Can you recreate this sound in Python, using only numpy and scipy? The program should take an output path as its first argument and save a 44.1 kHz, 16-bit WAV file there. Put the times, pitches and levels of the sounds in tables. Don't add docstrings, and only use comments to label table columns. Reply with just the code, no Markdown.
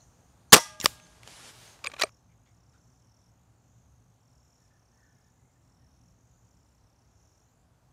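import sys
import numpy as np
from scipy import signal
from scipy.fft import rfft, irfft, next_fast_len
from scipy.io import wavfile
from scipy.ndimage import uniform_filter1d

SR = 44100
rng = np.random.default_rng(int(sys.argv[2]) if len(sys.argv) > 2 else 0)


def gain_from_db(level_db):
    decades = np.asarray(level_db, float) / 20
    return 10 ** decades


def store_wav(level_fs):
    pcm = np.round(np.clip(np.atleast_2d(level_fs), -1, 1) * 32767)
    wavfile.write(sys.argv[1], SR, pcm.T.astype(np.int16))


N = 349272
T = np.arange(N) / SR
OFF_S = 2.096

# f/Hz, level/(dB per Hz)
HISS = [(1500, -29), (2500, -1.5), (5000, 1.5), (8000, 0.5), (12000, -6), (15500, -8), (17000, -20.5)]


def shot():
    # f/Hz, width/Hz, level/dB
    action = [(169, 130, -7.5), (600, 140, 8), (1170, 160, 1), (2500, 450, 1), (5130, 670, -6),
              (6000, 250, 3), (8800, 730, -6)]
    # t/s, peak level/dB, t60/s
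    hammer = [
        (.5222, -15.5, .03),
        (.5235, -7.5, .035),
    ]
    # t/s, peak level/dB, t60/s
    air_bursts = [
        (.5289, 10, .03),
        (.5315, 11, .04),
        (.5355, 8, .022),
    ]
    # t/s, peak level/dB,
    # t60/s
    rattle = [(.5422, 5.5, .018), (.5465, -8, .02), (.5502, -1.5, .007), (.5572, -9.5, .02),
              (.5632, -8, .02), (.567, -12, .035), (.575, -14, .06), (.581, -22, .04), (.5258, -11, .03)]
    # f/Hz, level/dB
    echo_colour = [(1500, 0), (2600, -4), (4000, -2), (5700, 1.5), (8000, 0.2)]

    contacts = kind(hammer, ring_db=-6.5, tilt=.6)
    contacts += kind(air_bursts, ring_db=-9, tilt=0.18)
    contacts += kind(rattle, ring_db=0.88, tilt=-1.1)
    blast = hits(contacts, action, rise=.0004, top_hz=14000, click=2.5)
    blast += push(.53, db=2.5, width=0.00072)

    near = gain_from_db(-30) * echoes(report(blast, .535, action, top_hz=14500), delay=0.011)
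    near = filtered(near, lambda f: gain_from_db(along(echo_colour, f)))

    def tree_line(f):
        low_edge = (1j * f / (5000 + 1j * f)) ** 2
        top_edge = 1 / (1 + 1j * f / 12000) ** 2
        return low_edge * top_edge * np.exp(-2j * np.pi * f * .052)

    far = gain_from_db(1.5) * filtered(near, tree_line)
    return blast + near + far + rifle_ring(air_bursts[0][0])


def rifle_ring(fired_s):
    # f/Hz, level/dB, t60/s
    tank_modes = [(619, -53, 2.1), (856, -53, 1.5), (623, -47, .75), (1206, -48, 1.4), (1228.5, -46, .8),
                  (1631, -50, 1.8), (1809, -45, .3), (1992, -31, .33), (3362, -34, .35), (5660, -35, .3),
                  (5905, -36, .28), (933, -25, .2), (1633, -41, .4)]
    # f/Hz, width/Hz, level/dB, t60/s
    shroud_hiss = [
        (5600, 420, -38, .3),
        (5900, 300, -42, .3),
    ]
    # t/s, f/Hz, level/dB, t60/s
    shroud_modes = [(.59, 4996, -48, .18), (.59, 6430, -43.5, .2), (.59, 6998, -46, .23),
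                    (.59, 7639, -48, .3), (.59, 9308, -46.5, .18), (.658, 1170, -47, .05),
                    (.66, 1640, -52, .05), (.658, 780, -55, .05), (.572, 500, -30, .07),
                    (.578, 926, -34, .16), (.58, 2090, -39, .08), (.58, 1990, -38, .07),
                    (.578, 1500, -40, .07)]

    t = np.clip(T - fired_s, 0, None)
    ring = gain_from_db(-2.5) * rings(shroud_modes, rise=.012, damped=0.74)
    for hz, db, t60 in tank_modes:
        ring += gain_from_db(db - 60 * t / t60) * np.sin(2 * np.pi * hz * t)
    for hz, width_hz, db, t60 in shroud_hiss:
        decay = gain_from_db(db - 60 * abs(t - .06) / t60) * (t > 0)
        ring += decay * narrow(hz, width_hz)
    return ring


def pellet():
    # f/Hz, width/Hz, level/dB
    board = [(520, 260, -2), (1150, 300, 5.5), (2380, 590, -3), (3449.5, 900, 2.5), (5449, 560, 2.5),
             (7200, 900, 3)]
    # t/s, f/Hz, level/dB
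    whiz_path = [(.815, 2084, -62), (.828, 1966, -45), (.84, 1720, -43), (.846, 1320, -42),
                 (.85, 1310, -58), (.862, 1490, -80)]
    # t/s, peak level/dB, t60/s
    late_shot = [
        (.8009, -27, .01),
        (.803, -34, 0.093),
        (.8123, -26, .008),
        (.8155, -33, 0.07),
    ]
    # t/s, peak level/dB, t60/s
    passing = [
        (.838, -30, .05),
        (.8412, -27, .04),
        (.8436, -19, .02),
        (.8455, -20.5, .035),
    ]
    # t/s, peak level/dB, t60/s
    impact = [
        (.8586, -7, 0.006),
        (.8601, -12, .012),
        (.8612, -18, .04),
        (.8692, -30, 0.03),
    ]
    # t/s, f/Hz, peak level/dB,
    # free t60/s
    board_modes = [(.8008, 5580, -31, 0.029), (.8008, 7000, -29.5, 0.017), (.8008, 3600, -33.5, 0.012),
                   (.8008, 200, -38, 0.027), (.8122, 7040, -28, .012), (.8122, 3870, -30.5, 0.011),
                   (.8122, 5640, -32, .012), (.8122, 2810, -32, 0.016), (.859, 1160, -17, 0.019),
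                   (.8587, 4700, -22, .006), (.8587, 1750, -20, .008), (.85876, 8100, -12, .005),
                   (.8587, 2330, -19, 0.0074), (.8587, 3500, -18, 0.012), (.8587, 5470, -19, .01),
                   (.8585, 7060, -16, 0.008), (.8597, 590, -21, .028), (.8585, 10400, -22, .006),
                   (.8585, 13600, -24, .005), (.8586, 15300, -19, .004), (.8435, 10600, -33, .02),
                   (.8445, 3400, -32, 0.016), (.869, 7300, -36, .012)]
    # t/s, level/dB, f/Hz
    cracks = [
        (.85849, .5, 4600),
        (.85891, -4, 6000),
        (.85909, -4.5, 4600),
        (.8601, -10, 2600),
        (.86102, -14, 2200),
        (.8625, -17, 2500),
    ]

    hz, db = curves(whiz_path)
    in_flight = (T > whiz_path[0][0]) * (T < whiz_path[-1][0])
    whiz = gain_from_db(db) * in_flight * (1.16 * narrow(hz, width_hz=450) + 1.3 * rng.standard_normal(N))

    strike = hits(kind(late_shot, ring_db=5, tilt=3.6), board, rise=0.00028, top_hz=12000, click=5)
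    strike += hits(kind(passing, ring_db=-8, tilt=1.6), board, rise=.0006, top_hz=24000, click=0.87)
    strike += hits(kind(impact, ring_db=-2.5, tilt=-1.1), board, rise=.00012, top_hz=16400, click=9)
    strike += rings(board_modes, rise=.0003, damped=.65)
    strike += sum(crack(*row) for row in cracks)

    spring_back = -push(.85862, db=7.5, width=.00016)
    pressure_wave = -push(.8438, db=-7.0, width=0.0006)
    answer = gain_from_db(-24.5) * echoes(report(strike, impact[0][0], board, top_hz=39980), delay=0.0061)
    return whiz + strike + spring_back + pressure_wave + answer


def bolt():
    # f/Hz, width/Hz, level/dB
    receiver = [(1170, 150, -10), (2393, 190, 6.5), (4050, 280, -9), (4700, 400, 2), (7070, 320, -11),
                (8700, 70, -1), (517, 160, -13)]
    # t/s, peak level/dB, t60/s
    fingers = [(.998, -45.5, 0.013), (1.067, -48, 0.012), (1.13, -55.5, .012), (1.232, -36.5, 0.0096),
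               (1.2752, -30.5, 0.0067), (1.285, -42.5, .0075), (1.79, -46, .013)]
    # t/s, peak level/dB, t60/s
    bolt_back = [
        (1.8405, -33, 0.029),
        (1.8441, -27, .011),
        (1.8552, -34, 0.032),
        (1.863, -27.5, .013),
        (1.8698, -24, 0.013),
    ]
    # t/s, peak level/dB, t60/s
    sliding = [(1.898, -42.5, .03), (1.9165, -38.5, 0.022), (1.9355, -36, 0.019), (1.9385, -35.5, 0.022),
               (1.9645, -39, 0.024), (1.981, -41, .06), (1.985, -41, 0.061)]
    # t/s, peak level/dB, t60/s
    bolt_home = [(1.99, -37, .029), (1.9955, -27.5, .03), (2.0005, -30, 0.027), (2.0113, -22, 0.029),
                 (2.0165, -15, .026), (2.0207, -13.5, 0.017), (2.0325, -26, 0.0096), (2.0348, -16, .014)]
    # t/s, peak level/dB, t60/s
    settling = [
        (2.053, -42, .05),
        (2.066, -43.5, 0.05),
        (2.092, -46, .02),
    ]
    # t/s, f/Hz, level/dB, t60/s
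    back_modes = [(1.8405, 2430, -34, .03), (1.8408, 7600, -48, .015), (1.8435, 1150, -35, .04),
                  (1.844, 4830, -30, .018), (1.844, 6850, -37, .016), (1.844, 3600, -33.5, .014),
                  (1.8475, 540, -39.5, 0.05), (1.8565, 2300, -31, .025), (1.857, 1166, -38, 0.081),
                  (1.8625, 2580, -33, 0.022), (1.863, 4860, -35, .02), (1.863, 6800, -40, 0.017),
                  (1.863, 3660, -34, .014), (1.8698, 7000, -31.5, .016), (1.8707, 2420, -18, 0.013),
                  (1.8703, 4660, -34, .014), (1.8705, 3350, -35, .02), (1.871, 1150, -34, 0.032),
                  (1.8705, 9770, -40, .014), (1.877, 486, -44, 0.068), (1.877, 1730, -48, 0.04),
                  (1.9165, 2300, -42, .02), (1.9165, 4900, -54, .012), (1.936, 1170, -41, 0.071),
                  (1.9375, 2510, -43, 0.025), (1.938, 3280, -42, .016), (1.9645, 2430, -42, 0.027),
                  (1.9645, 1700, -49, 0.036)]
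    # t/s, f/Hz, level/dB, t60/s
    home_modes = [(1.9905, 1370, -46, .04), (1.9905, 2620, -40, .03), (1.991, 3930, -41, .03),
                  (1.9965, 2520, -31, .025), (1.9965, 1370, -33.5, 0.054), (1.998, 3990, -33, 0.033),
                  (2.001, 5750, -36, .02), (2.012, 7300, -30, 0.015), (2.012, 4370, -31, .016),
                  (2.0165, 2440, -25, .02), (2.0165, 3300, -29, 0.014), (2.0205, 4670, -14.5, 0.015),
                  (2.0205, 4020, -17, 0.018), (2.021, 1888, -19, .022), (2.0215, 1220, -27, .02),
                  (2.026, 1800, -32, .03), (2.0348, 5950, -19, .01), (2.0355, 2370, -19, 0.022),
                  (2.035, 1203, -20, 0.025), (2.035, 4150, -22, .014), (2.047, 561, -44.5, .15),
                  (2.05, 4600, -51, .04), (2.065, 2400, -51, .04), (2.067, 5000, -54, .03),
                  (2.092, 2400, -54, .02)]

    contacts = kind(fingers, ring_db=-3.0, tilt=-0.79)
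    contacts += kind(bolt_back, ring_db=-2.5, tilt=-0.9)
    contacts += kind(sliding, ring_db=-5, tilt=-3.5)
    contacts += kind(bolt_home, ring_db=-3.5, tilt=-0.2)
    contacts += kind(settling, ring_db=-3, tilt=-6)
    steel = hits(contacts, receiver, rise=.0006, top_hz=8480, click=1.57, low_hz=600)
    steel += gain_from_db(-1.5) * rings(back_modes + home_modes, rise=0.0014, damped=0.67)

    t = np.clip(T - 2.0365, 0, None)
    knock = gain_from_db(-12.5 - 60 * t / 0.024) * (1 - np.exp(-t / 0.0013))
    knock *= np.sin(2 * np.pi * 630 * t) + 0.52 * np.sin(2 * np.pi * 420 * t)
    for s, db in [(1.871, -39.5), (2.0355, -34.5)]:
        decay = gain_from_db(db - 60 * np.clip(T - s, 0, None) / 0.05) * (T > s)
        knock += decay * narrow(8600, width_hz=400)
    return steel + knock + gain_from_db(-33.0) * echoes(steel, delay=.006)


def sleeve():
    # t/s, end/s, fall/s, rub level/dB, sheen over rub/dB
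    arm_strokes = [
        (0.95, 1.194, 0.045, -72, -22),
        (1.207, 1.492, 0.034, -58.5, -19),
        (1.376, 1.46, 0.029, -76, -30),
        (1.46, 1.677, .11, -62.5, -9),
        (1.687, 2.098, .03, -74, -7),
    ]
    # f/Hz, level/(dB per Hz)
    cloth_spectrum = [(250, -8.5), (600, -7), (1300, -4.5), (5000, -5.5), (9000, -10), (12000, -26),
                      (16000, -53)]
    # t/s, end/s, f/Hz, level/dB
    squeaks = [(.005, 0.053, 6070, -65), (.005, 0.065, 6760, -69), (.497, .524, 6250, -60),
               (.494, .524, 7000, -66), (.503, .524, 4300, -68), (0.995, 1.115, 6340, -61.5),
               (1.665, 1.76, 6475, -60)]

    rub, sheen = np.zeros(N), np.zeros(N)
    for s, end, fall, db, sheen_db in arm_strokes:
        shape = held(s, end, rise=.1, fall=fall)
        rub += gain_from_db(db) * shape
        sheen += gain_from_db(db + sheen_db) * shape
    fizz_spectrum = [(6000, -22), (9500, 4), (11500, 2), (12500, -9), (16000, -30)]
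    sheen_spectrum = [(9000, -25), (12500, 2), (14500, -1), (16000, -8)]
    cloth = rub * gain_from_db(7.0 + .6 * wobble(39.96)) * rush(cloth_spectrum, patchy_db=-0.7)
    cloth += rub * gain_from_db(-5.5 + .7 * wobble(39.3)) * rush(fizz_spectrum, patchy_db=3.0)
    cloth += sheen * rush(sheen_spectrum, patchy_db=0.97)
    for s, end, hz, db in squeaks:
        fading = gain_from_db(db - 11 * np.clip((T - s) / (end - s), 0, 1))
        cloth += fading * held(s, end, rise=.008, fall=.004) * narrow(hz, width_hz=280)
    return cloth


def far_bolt():
    # t/s, level/dB, f/Hz, t60/s
    knocks = [
        (.004, -62, 4210, 0.16),
        (2.29, -70, 2200, .2),
        (2.314, -68, 2180, .12),
        (2.458, -67, 3400, .2),
        (2.462, -65.5, 2140, .25),
        (2.733, -58, 1406, 0.2),
    ]
    blur_spectrum = [(800, -16), (1500, -3), (4000, -7), (7500, -8.0), (9000, -30)]
    blur = gain_from_db(-12.5) * rush(blur_spectrum, patchy_db=1.0)
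    out = np.zeros(N)
    for s, db, hz, t60 in knocks:
        decay = gain_from_db(db - 60 * np.clip(T - s, 0, None) / t60) * (T > s)
        out += decay * (gain_from_db(-8) * narrow(hz, width_hz=450) + blur)
    return out


def insects():
    # f/Hz, width/Hz, level/dB
    wings = [(5240, 700, -2), (6802, 3400, 0), (11320, 700, -5.5), (13600, 1100, -3)]
    # first stroke t/s, end/s, stroke rate/Hz, level/dB
    low_phrases = [(1.9975, 2.19, 40.5, -64), (2.488, 3.0, 33.8, -68.5), (3.0, 3.31, 41.3, -67.5),
                   (3.024, 3.302, 33.5, -71.5), (4.206, 4.7, 40.2, -67), (4.44, 4.69, 33.3, -71),
                   (4.708, 5.33, 33.6, -69), (5.627, 6.13, 41.4, -68), (6.422, 7.1, 33.4, -69),
                   (7.105, 7.44, 40.3, -69), (7.111, 7.4, 33.5, -71)]
    # first stroke t/s, end/s, stroke rate/Hz, first f/Hz, last f/Hz
    high_phrases = [(.08, .46, 53.4, 6400, 6790), (2.172, 2.622, 52.74, 6200, 7020),
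                    (2.64, 3.04, 49.73, 7250, 7290), (2.784, 3.249, 41.3, 6180, 5900),
                    (3.225, 3.497, 52, 6400, 7100), (3.503, 3.821, 49, 7150, 7250),
                    (3.621, 4.2, 49.6, 6443, 6424), (4.155, 4.704, 48.9, 7200, 7300),
                    (4.318, 4.72, 52.4, 6710, 6787), (4.863, 5.46, 52.1, 6300, 7147),
                    (5.439, 5.76, 49.6, 7300, 7295), (5.868, 6.55, 46.4, 6200, 6720),
                    (6.217, 6.799, 50.57, 7000, 7270), (7.079, 7.65, 50.1, 6700, 7330),
                    (7.172, 7.535, 47.5, 6300, 6600)]
    # t/s, end/s, stroke rate/Hz, f/Hz, level/dB
    quick_phrases = [(2.0175, 2.2, 45, 6650, -69), (3.15, 3.25, 49.6, 7200, -75),
                     (3.765, 3.99, 68.1, 6550, -76), (4.74, 4.86, 52, 6350, -76),
                     (4.9, 5.07, 60.04, 6400, -78), (4.94, 5.08, 49.6, 7250, -76),
                     (6.03, 6.13, 49.6, 7250, -75), (6.3, 6.45, 62.4, 6670, -75),
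                     (7.87, 7.92, 50.6, 6240, -77.5), (.241, .252, 130, 9400, -69),
                     (.265, .285, 125, 9350, -70), (5.31, 5.35, 33, 5900, -76)]

    low_hz, sag_hz = 5440, 35.5
    low_rows = [(s, end, rate, low_hz, low_hz - sag_hz, db) for s, end, rate, db in low_phrases]
    low = trill(low_rows, fall_hz=1150, duty=.5, lift=.14, head=-1.4)

    high_rows = []
    for s, end, rate, first_hz, last_hz in high_phrases:
        db = -72.5 - 2 * (first_hz - 6200) / 1000
        high_rows.append((s, end, rate, first_hz, last_hz, db))
    high_rows += [(s, end, rate, hz, hz, db) for s, end, rate, hz, db in quick_phrases]
    high = trill(high_rows, fall_hz=2700, duty=.62, lift=-.18, head=2.4)
    song = filtered(low + high, resonances(wings))

    swell = gain_from_db(-85 + 4.5 * np.cos(2 * np.pi * (T - 3.72) / .87))
    near = gain_from_db(-69 - 60 * T / .8) + gain_from_db(-76) * held(.45, OFF_S, rise=.1, fall=0.011)
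    chorus_spectrum = [(4800, -30), (5600, -5), (6400, 0), (7300, -4), (8000, -30)]
    chorus = (swell + near) * rush(chorus_spectrum, patchy_db=1)

    from_tick_s = (((T - 6.83) / .272 + .5) % 1 - .5) / .07
    ticks = gain_from_db(-90) * np.exp(-from_tick_s ** 2) * narrow(8000, width_hz=450)
    return song + gain_from_db(-11) * echoes(song, delay=0.011) + chorus + ticks


def trill(phrases, fall_hz, duty, lift, head):
    out = np.zeros(N)
    for s, end, rate, first_hz, last_hz, db in phrases:
        length, slow = duty / rate, (42 / rate) ** 2
        i = slice(max(round((s - length / 2) * SR), 0), round(end * SR))
        t = T[i] - s
        stroke = np.round(t * rate).astype(int)
        size_db, pitch = rng.standard_normal((2, 64))[:, stroke]
        u = np.clip((t - stroke / rate) / length, -.5, .5)
        glide_hz = first_hz + (last_hz - first_hz) * t / (end - s)
        hz = glide_hz + 35 * pitch + fall_hz * slow * (lift - u)
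        phase = 2 * np.pi * np.cumsum(hz) / SR
        shape = gain_from_db(size_db) * np.cos(np.pi * u) * np.exp(-head * u)
        swell = np.clip((t + 0.073) / 0.15, 0, 1) * np.clip((end - s - t + .03) / .07, 0, 1)
        out[i] += gain_from_db(db) * swell * shape * (np.sin(phase) + gain_from_db(-11) * np.sin(2 * phase))
    return out


def bird():
    # t/s, length/s, f/Hz, level/dB
    bird_notes = [(4.6, .08, 1800, -84), (4.69, .15, 1790, -76), (4.9, .14, 1790, -82),
                  (4.98, .25, 1810, -77), (4.95, .22, 1900, -82), (5.0, .24, 1740, -79),
                  (4.95, .33, 1540, -82), (5.2, .25, 1780, -81), (5.15, .12, 2130, -86),
                  (5.35, .1, 2070, -86), (5.42, .2, 2140, -86), (5.54, .12, 1810, -85),
                  (5.62, .16, 2100, -85), (5.64, .12, 1930, -86), (5.79, .1, 1860, -81)]
    out = np.zeros(N)
    for s, length, hz, db in bird_notes:
        sinking = hz - 70 * np.clip((T - s) / length, 0, 1)
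        shape = held(s, s + 0.32 * length, rise=0.16 * length, fall=0.85 * length)
        tone = np.sin(2 * np.pi * np.cumsum(sinking) / SR)
        out += gain_from_db(db) * shape * (.8 * narrow(sinking, width_hz=220) + .95 * tone)
    return out


def far_air():
    # f/Hz, level/(dB per Hz)
    hum_spectrum = [(12, -57.5), (20, -27.5), (43, -5), (65, 2), (86, -5), (118, 2.5), (151, -10),
                    (179, -6.5), (199, -17), (241, -10.5), (350, -25), (460, -54.5), (770, -120)]
    # f/Hz, level/(dB per Hz)
    rumble_spectrum = [(180, -30.5), (300, -1.5), (634, -1.5), (743, 0.5), (1550, -8.5), (1760, -11.5),
                       (2500, -16), (4500, -25), (5850, -48.5), (9900, -120)]
    # t/s, hum level/dB
    traffic = [(0, -63), (2.18, -62), (3.4, -63), (3.75, -60.5), (4.43, -64), (5.65, -62), (5.96, -60.5),
               (6.51, -63), (7.92, -64.5)]

    bench = T < OFF_S
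    boom_s, boom_t60_s = .87, 0.51
    boom = (T > boom_s) * gain_from_db(-60 * np.clip(T - boom_s, 0, None) / boom_t60_s)
    hum = gain_from_db(curves(traffic)[0] + 2.5 * bench + 0.63 * wobble(5)) + gain_from_db(-57.5) * boom
    rumble = gain_from_db(-73 + 4 * bench + .6 * wobble(1.5)) + gain_from_db(-62.5) * boom
    rumble += gain_from_db(-69.5) * held(1.15, 2.03, rise=0.077, fall=0.062)
    hiss = gain_from_db(-80.5) * rush(HISS, patchy_db=1.87)
    return hum * rush(hum_spectrum, patchy_db=0.06) + rumble * rush(rumble_spectrum, patchy_db=0.1) + hiss


def bench_air():
    line = .8 * narrow(8650, width_hz=80) + 1.1 * np.sin(2 * np.pi * 8650 * T)
    return gain_from_db(-77) * rush(HISS, patchy_db=1.6) + gain_from_db(-85.5 - 6 * (T > 1.2)) * line


def kind(rows, ring_db, tilt):
    return [(s, db, ring_db, t60, tilt) for s, db, t60 in rows]


def hits(rows, body, rise, top_hz, click, low_hz=130):
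    out, t = np.zeros(N + SR), np.arange(SR // 10) / SR
    for s, db, ring_db, t60, tilt in rows:
        burst = rng.standard_normal(len(t)) * gain_from_db(-60 * t / t60) * (1 - np.exp(-t / rise))
        burst[round(rise * SR)] += click

        def edge(f):
            tilted = gain_from_db(tilt * np.log2(np.clip(f, 600, None) / 2000))
            return tilted * (1j * f / (low_hz + 1j * f)) ** 2 / (1 + 1j * f / top_hz) ** 4

        bare = unit(filtered(burst, edge))
        ringing = unit(filtered(burst, lambda f: edge(f) * resonances(body)(f)))
        both = bare + gain_from_db(ring_db) * ringing
        out[round(s * SR):][:len(t)] += gain_from_db(db) * both / abs(both).max()
    return out[:N]


def rings(rows, rise, damped):
    out, t = np.zeros(N + SR), np.arange(SR // 5) / SR
    for s, hz, db, t60 in rows:
        shape = gain_from_db(-60 * t / (damped * t60)) * (1 - np.exp(-t / rise))
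        out[round(s * SR):][:len(t)] += gain_from_db(db) * shape / shape.max() * np.sin(2 * np.pi * hz * t)
    return out[:N]


def push(s, db, width):
    u = np.clip(T - s, 0, None) / width
    return gain_from_db(db) * u * (1 - u / 2) * np.exp(-u)


def crack(s, db, hz):
    u = np.clip((T - s) * hz, 0, 1)
    return gain_from_db(db) * np.sin(2 * np.pi * u)


def report(x, s, body, top_hz):
    impulse = 1. * (np.arange(N) == round(s * SR))
    colour = lambda f: (1 + .9 * abs(resonances(body)(f))) / (1 + 1j * f / top_hz) ** 4
    pulse = filtered(impulse, colour)
    return pulse * np.linalg.norm(x) / np.linalg.norm(pulse)


def echoes(x, delay):
    # f/Hz, t60/s
    wood = [(200, .2), (1000, .55), (3000, 0.57), (6000, 0.37), (10000, 0.36), (15000, .2)]
    hz, t, z = signal.stft(rng.standard_normal(SR), SR, nperseg=256)
    scatter = hz[:, None] / (hz[:, None] + 2500)
    decay = gain_from_db(-60 * t / along(wood, hz)[:, None])
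    tail = signal.istft(z * scatter * decay, SR, nperseg=256)[1]
    delayed = np.pad(x, (round(delay * SR), 0))
    return signal.fftconvolve(delayed, tail / np.linalg.norm(tail))[:N]


def resonances(peaks):
    def response(f):
        total = 0
        for k, (c, w, db) in enumerate(peaks):
            total = total + (-1) ** k * gain_from_db(db) * 1j * f * w / (c * c - f * f + 1j * f * w)
        return total
    return response


def rush(spectrum, patchy_db):
    z = signal.stft(rng.standard_normal(N + 512), nperseg=512)[2]
    field = uniform_filter1d(rng.standard_normal(z.shape), size=6, axis=0)
    field = uniform_filter1d(field, size=10, axis=1)
    noise = signal.istft(z * gain_from_db(patchy_db * unit(field)), nperseg=512)[1][:N]
    return unit(filtered(noise, lambda hz: gain_from_db(along(spectrum, hz))))


def narrow(hz, width_hz):
    return unit(wobble(width_hz) * np.sin(2 * np.pi * np.cumsum(hz + 0 * T) / SR))


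def wobble(rate):
    knots = rng.standard_normal(int(N * rate / SR) + 4)
    return np.interp(T * rate, np.arange(len(knots)), knots)


def held(s, end, rise, fall):
    return np.clip(np.minimum((T - s) / rise, 1 - (T - end) / fall), 0, 1)


def filtered(x, response):
    m = next_fast_len(len(x) + 8192)
    return irfft(rfft(x, m) * response(np.fft.rfftfreq(m, 1 / SR)), m)[:len(x)]


def along(points, hz):
    f, v = np.transpose(points)
    return np.interp(np.log(hz + 1), np.log(f + 1), v)


def curves(rows):
    s, *cols = np.transpose(rows)
    return [np.interp(T, s, c) for c in cols]


def unit(x):
    return x / np.sqrt(np.mean(x ** 2) + 1e-20)


def scene():
    bench = shot() + bolt() + sleeve() + bench_air()
    bench *= np.clip((OFF_S - T) / 0.0024, 0, 1)
    return (bench + pellet() + far_bolt() + insects() + bird() + far_air())[None]


def band_limit(x):
    return signal.sosfilt(signal.butter(12, 15660, fs=SR, output="sos"), x)


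def record(dry):
    heard = filtered(dry[0], lambda f: 1 / (1 + (f / 15900) ** 24))
    clipped = heard / (1 + abs(heard / .97) ** 12) ** (1 / 12)
    cut = filtered(clipped, lambda f: (1j * f / (40 + 1j * f)) ** 2)
    mix = np.clip(cut, -1, 1)[None]
    return band_limit(mix)


dry = scene()
out = record(dry)
store_wav(out)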